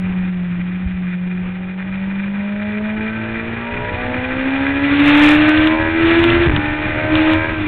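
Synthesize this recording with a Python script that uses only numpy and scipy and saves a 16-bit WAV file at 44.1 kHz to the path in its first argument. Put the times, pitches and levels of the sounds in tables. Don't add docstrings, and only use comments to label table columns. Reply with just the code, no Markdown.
import sys
import numpy as np
from scipy import signal
from scipy.fft import rfft, irfft
from scipy.io import wavfile
from scipy.ndimage import uniform_filter1d

SR = 44100
rng = np.random.default_rng(int(sys.argv[2]) if len(sys.argv) > 2 else 0)


def persist_wave(psi):
    counts = np.round(np.clip(psi, -1, 1) * 32767).astype(np.int16)
    wavfile.write(sys.argv[1], SR, np.atleast_2d(counts).T)


N = 338247
T = np.arange(N) / SR
FREQS = np.fft.rfftfreq(N, 1 / SR)


def undb(db):
    return 10 ** (np.asarray(db) / 20)


def unit(x):
    return x / np.sqrt(np.mean(x ** 2))


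def curve(points):
    return np.interp(T, *np.transpose(points))


def shape(points):
    hz, db = np.transpose(points)
    return undb(np.interp(np.log(FREQS + 1), np.log(hz), db))


def modes(table):
    return sum(undb(db) * 1j * FREQS * width / (hz ** 2 - FREQS ** 2 + 1j * FREQS * width)
               for hz, width, db in table)


def resonance(table, hz):
    return np.sqrt(sum(undb(2 * db) / (1 + (2 * (hz - centre) / width) ** 2)
                       for centre, width, db in table))


def through(x, response):
    return unit(irfft(rfft(x) * response, N))


def walk(rate):
    knots = rng.standard_normal(8192)
    joined = np.interp(T * rate, np.arange(len(knots)), knots)
    return unit(uniform_filter1d(joined, max(int(SR / rate / 2), 1)))


def strikes(times, sizes):
    place = np.clip(times * SR, 0, N - 2)
    i = place.astype(int)
    return np.bincount(i, sizes * (1 - place + i), N) + np.bincount(i + 1, sizes * (place - i), N)


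def mount_hum(firings, level_db=0.54, flutter_db=0.8):
    return np.sqrt(2) * np.sin(2 * np.pi * firings) * undb(level_db + flutter_db * walk(70))


def engine(firings, firing_hz, pipes_db=-1.0, panels_db=1.8, frame_db=-0.8, waver_db=3.0):
    orders_db = [-8, -11.5, 3, -9, -8.5, -9.5, -6, -5, -7.5, -6.5, -3.5, -1.5, -4.5, -5, -8, -2.5, -9.5, -4,
                 -4.5, -1.5, -5.5, -9.5, -5.5, -6.5, -8.5, -12, -9.5, -7.5, -7.5, -8, -12, -10]
    # centre in Hz, width in Hz, gain in dB.
    pipes = [(110.6, 8.1, 13.5), (150, 3.2, -7.5), (253, 8.2, -3), (324.4, 4.6, 0.5), (413.7, 32, 2),
             (501.3, 4, -1.7), (542, 45, -1.6), (615, 26, 1), (705, 43, -11), (827, 64, -4.5),
             (866.4, 17, -3), (960, 40, -3.5), (1013, 12, -14.5)]
    # centre in Hz, width in Hz, gain in dB.
    panels = [(1168, 15, -9), (1344, 44, -8), (1560, 88, -7), (1547, 30, -8), (1678, 23, 0),
              (1800, 100, -9), (1990, 110, -2.5), (2340, 69, 0.5)]
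    # multiple of the cycle, firing rate in Hz, width in Hz, gain in dB.
    critical_speeds = [(8, 180, 11, 5), (17, 186, 10, 1.5), (12, 208, 24, 1), (28, 218.5, 6, 6),
                       (8, 219, 20, 0), (6, 225, 12, 2.5), (16, 242, 5, 2.5), (12, 249, 7, -2),
                       (10, 242, 16, 0), (8, 254, 16, 5), (2, 292, 20, -4), (12, 293, 10, 0),
                       (24, 298, 9, -1), (11, 299, 9, -1), (20, 306, 16, -1), (9, 307, 12, -3),
                       (8, 313, 10, -1), (13, 317, 9, -4.5), (7, 320, 10, -3)]
    # time in seconds, gain of the engine note in dB.
    throttle = [(0, -48.5), (0.9, -54), (1.6, -48.5), (2.4, -42.5), (4.1, -31.5), (5.2, -27), (6.4, -26),
                (6.6, -32), (7.45, -26), (7.67, -47.5)]
    step = 200
    cycle, hz = firings / 4, firing_hz[::step]
    multiples = 1 + np.arange(len(orders_db))[:, None]
    harmonic_hz = multiples * hz / 4
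    body = np.hypot(undb(pipes_db) * resonance(pipes, harmonic_hz),
                    undb(panels_db) * resonance(panels, harmonic_hz))
    boom = sum((multiples == round(k)) * undb(db) * 2 ** -(2 * (hz - centre) / width) ** 2
               for k, centre, width, db in critical_speeds)
    waver = unit(uniform_filter1d(rng.standard_normal(body.shape), size=22, axis=1))
    gains = np.sqrt(2) * np.hypot(undb(orders_db)[:, None] * body, undb(frame_db) * boom)
    gains *= undb(waver_db * waver)
    note = sum(np.interp(T, T[::step], gain) * np.sin(2 * np.pi * (k * cycle + rng.random()))
               for k, gain in zip(multiples, gains))
    return note * undb(curve(throttle) + 0.75 * walk(160))


def front_wheel(hop_hz=13, hop_width_hz=1.5, bump_s=0.023):
    # time in seconds, strength in dB.
    bumps = [(0.054, 2.5), (0.134, 4.5), (.236, -2), (.298, 3), (0.367, 5), (0.421, 6), (.556, 11.5),
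             (0.626, 7.5), (1.133, 7), (1.225, 6.5), (1.303, 8.5), (1.387, 6.5), (1.517, 11), (2.01, 3.5),
             (2.244, 1), (4.166, 2), (4.853, 8), (4.925, 9), (5.059, 4), (5.158, 2.5), (5.49, 13.5),
             (5.578, 9), (5.669, 8.5), (6.242, 12.5), (6.309, 13), (6.465, 13.5)]
    hop = through(rng.standard_normal(N), modes([(hop_hz, hop_width_hz, 0)]) ** 2)
    times, db = np.transpose(bumps)
    pulse = signal.windows.tukey(int(bump_s * SR), .25)
    return hop, signal.fftconvolve(strikes(times, undb(db)), pulse, "same")


def knocks_and_buzz(firings, slack_swings, buzz_db, return_db=-4, scatter_db=3.5, decay_swings=0.57):
    swing = firings + .035 * walk(22)
    k = np.arange(int(2 * firings[-1]))
    size_chance, time_chance = rng.standard_normal((8192, 2))[k].T
    sizes = undb(return_db * (k % 2) + scatter_db * size_chance)
    times = np.interp(k / 2 + slack_swings * time_chance, swing, T)
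    buzz = rng.standard_normal(N) * np.exp(-(swing % 1) / decay_swings)
    return unit(strikes(times, sizes)) + undb(buzz_db) * unit(buzz)


def housing_rattle(firings, firing_hz, shake_db, hop, jolt, play_db=-16.5, knee_db=2.5):
    # firing rate in Hz, base level of the rattle in dB, of the hard contacts in dB.
    by_revs = [(165.8, -41.5, -42), (212.3, -33, -34), (265, -27.5, -27), (340, -31.5, -26)]
    # centre in Hz, width in Hz, gain in dB.
    housing_modes = [(1340, 97, -8), (1616, 320, 0), (1924, 320, 0.5), (2379, 120, 4)]
    # frequency in Hz, gain in dB.
    rattle_colour = [(300, -12.5), (1050, -11.5), (1300, -0.5), (2480, 3), (2620, -19.5), (3500, -11.5),
                     (4500, -22)]
    contact_colour = [(200, -16.5), (500, -2.5), (1000, -2.5), (1300, 0.5), (2000, 2), (2750, 2),
                      (3050, -4), (3550, -3.5), (4500, -4)]
    at_hz, *levels = np.transpose(by_revs)
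    rattle_db, contact_db = (np.interp(firing_hz, at_hz, db) for db in levels)
    excess_db = knee_db * np.logaddexp(0, (shake_db - play_db) / knee_db)
    burst_db = (jolt + 1.13 * hop + 3.0 * walk(75)) * (firing_hz.min() / firing_hz) ** 1.1
    rattle = through(knocks_and_buzz(firings, slack_swings=0.033, buzz_db=-2.5),
                     modes(housing_modes) * shape(rattle_colour))
    contacts = through(knocks_and_buzz(firings, slack_swings=.06, buzz_db=3.5), shape(contact_colour))
    return (rattle * undb(rattle_db + 0.97 * excess_db + burst_db)
            + contacts * undb(contact_db + 2.56 * excess_db + .58 * burst_db))


def wind(eddy_db=2.5):
    # frequency in Hz, gain in dB.
    colour = [(12, -6), (25, -2.5), (42, -5.5), (66, -6.5), (90, 1), (115, 0), (160, -13.5), (280, -9),
              (365, -9.5), (440, -23), (1000, -21.5), (2500, -22), (4500, -45)]
    # time in seconds, level in dB.
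    airflow = [(0, -32.5), (2.7, -35.5), (4.1, -28), (5, -30), (5.3, -24), (6, -24.5), (6.3, -18.5),
               (6.55, -22), (6.65, -25.5), (7.67, -22.5)]
    rumble = through(rng.standard_normal(N), shape(colour))
    return unit(rumble * undb(eddy_db * walk(22))) * undb(curve(airflow))


def gusts(dip_s=0.0031):
    # centre in seconds, level in dB, pitch in Hz, how far the other sounds dip from 0 to 1.
    buffets = [(.868, -12.5, 66, 0.3), (.948, -20, 70, 0.2), (6.471, -6.5, 131, 0), (6.478, -9.5, 75, .7),
               (6.491, -13, 55, 1), (6.509, -15, 38.99, 0.98), (6.54, -6.5, 103, 0.2),
               (6.561, -12, 123.4, 0.2), (6.586, -14.5, 129.2, 0.5)]
    thumps, open_share = np.zeros(N), np.ones(N)
    for centre_s, db, hz, dip in buffets:
        near = abs(T - centre_s) < .05
        age = T[near] - centre_s
        thumps[near] += undb(db) * np.sin(2 * np.pi * hz * age) * np.exp(-2 * (hz * age) ** 2)
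        open_share[near] *= 1 - dip * np.exp(-(age / dip_s) ** 4)
    return thumps, open_share


def housing_snaps():
    # start in seconds, peak in dB.
    snaps = [(5.577, 0), (5.673, 3), (6.241, 6.5), (6.303, 2), (6.463, -6.5), (6.5639, 4), (7.155, 6),
             (7.335, 0)]
    # centre in Hz, width in Hz, gain in dB.
    snap_modes = [(1400, 300, 0.5), (3000, 680, 1.5), (3500, 420, -2)]
    times, db = np.transpose(snaps)
    crack = irfft(modes(snap_modes), N)[:SR // 100]
    return signal.fftconvolve(strikes(times, undb(db)), crack / abs(crack).max())[:N]


def scene():
    # time in seconds, firing rate in Hz.
    revs = [(0, 184.2), (0.3, 182.5), (0.52, 176.3), (0.85, 184.3), (1.15, 179.4), (1.65, 183.8),
            (2.3, 198.9), (3, 216.1), (3.5, 229.4), (4.2, 252.4), (4.62, 273.2), (5.6, 309.7),
            (6.05, 331.1), (6.36, 342.2), (6.46, 343.5), (6.53, 296.1), (7.5, 320.3), (7.67, 302.8)]
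    # time in seconds, level in dB.
    shake = [(0, -19), (.95, -22.5), (1.3, -21), (1.718, -26), (2.051, -21.5), (2.95, -21.5), (3.15, -26),
             (3.699, -29.5), (3.9, -39), (4.1, -25.5), (4.3, -26), (4.45, -19), (4.75, -19.5), (5.08, -10),
             (5.25, -8.5), (5.42, -12), (5.66, -13.5), (5.85, -23), (6.08, -12.5), (6.38, -14.5),
             (6.47, -15), (6.511, -21), (7.05, -28.5), (7.14, -14), (7.339, -13.5), (7.45, -31),
             (7.67, -20.5)]
    firing_hz, shake_db = curve(revs), curve(shake)
    firings = np.cumsum(firing_hz * (1 + .0012 * walk(25))) / SR
    hop, jolt = front_wheel()
    pace = firing_hz / firing_hz.max()
    hum = mount_hum(firings) * undb(shake_db + 0.78 * hop * pace + 0.34 * jolt * pace ** 2)
    note = engine(firings, firing_hz)
    rattle = housing_rattle(firings, firing_hz, shake_db, hop, jolt)
    machine = hum + note + rattle + housing_snaps()
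    thumps, open_share = gusts()
    return ((machine + wind()) * open_share + thumps)[None]


def record(dry, soft_limit=.735, ceiling=.69, top_hz=15900):
    # frequency in Hz, gain in dB.
    passband = [(3550, 0), (3800, -6.5), (4000, -11), (4200, -16), (4400, -30), (4600, -47.5), (5200, -100)]
    rounded = dry / (1 + (dry / soft_limit) ** 6) ** (1 / 6)
    narrow = irfft(rfft(rounded) * shape(passband), N)
    clipped = np.clip(narrow, -ceiling, ceiling)
    return signal.sosfilt(signal.ellip(8, .2, 70, top_hz, fs=SR, output="sos"), clipped)


dry = scene()
out = record(dry)
persist_wave(out)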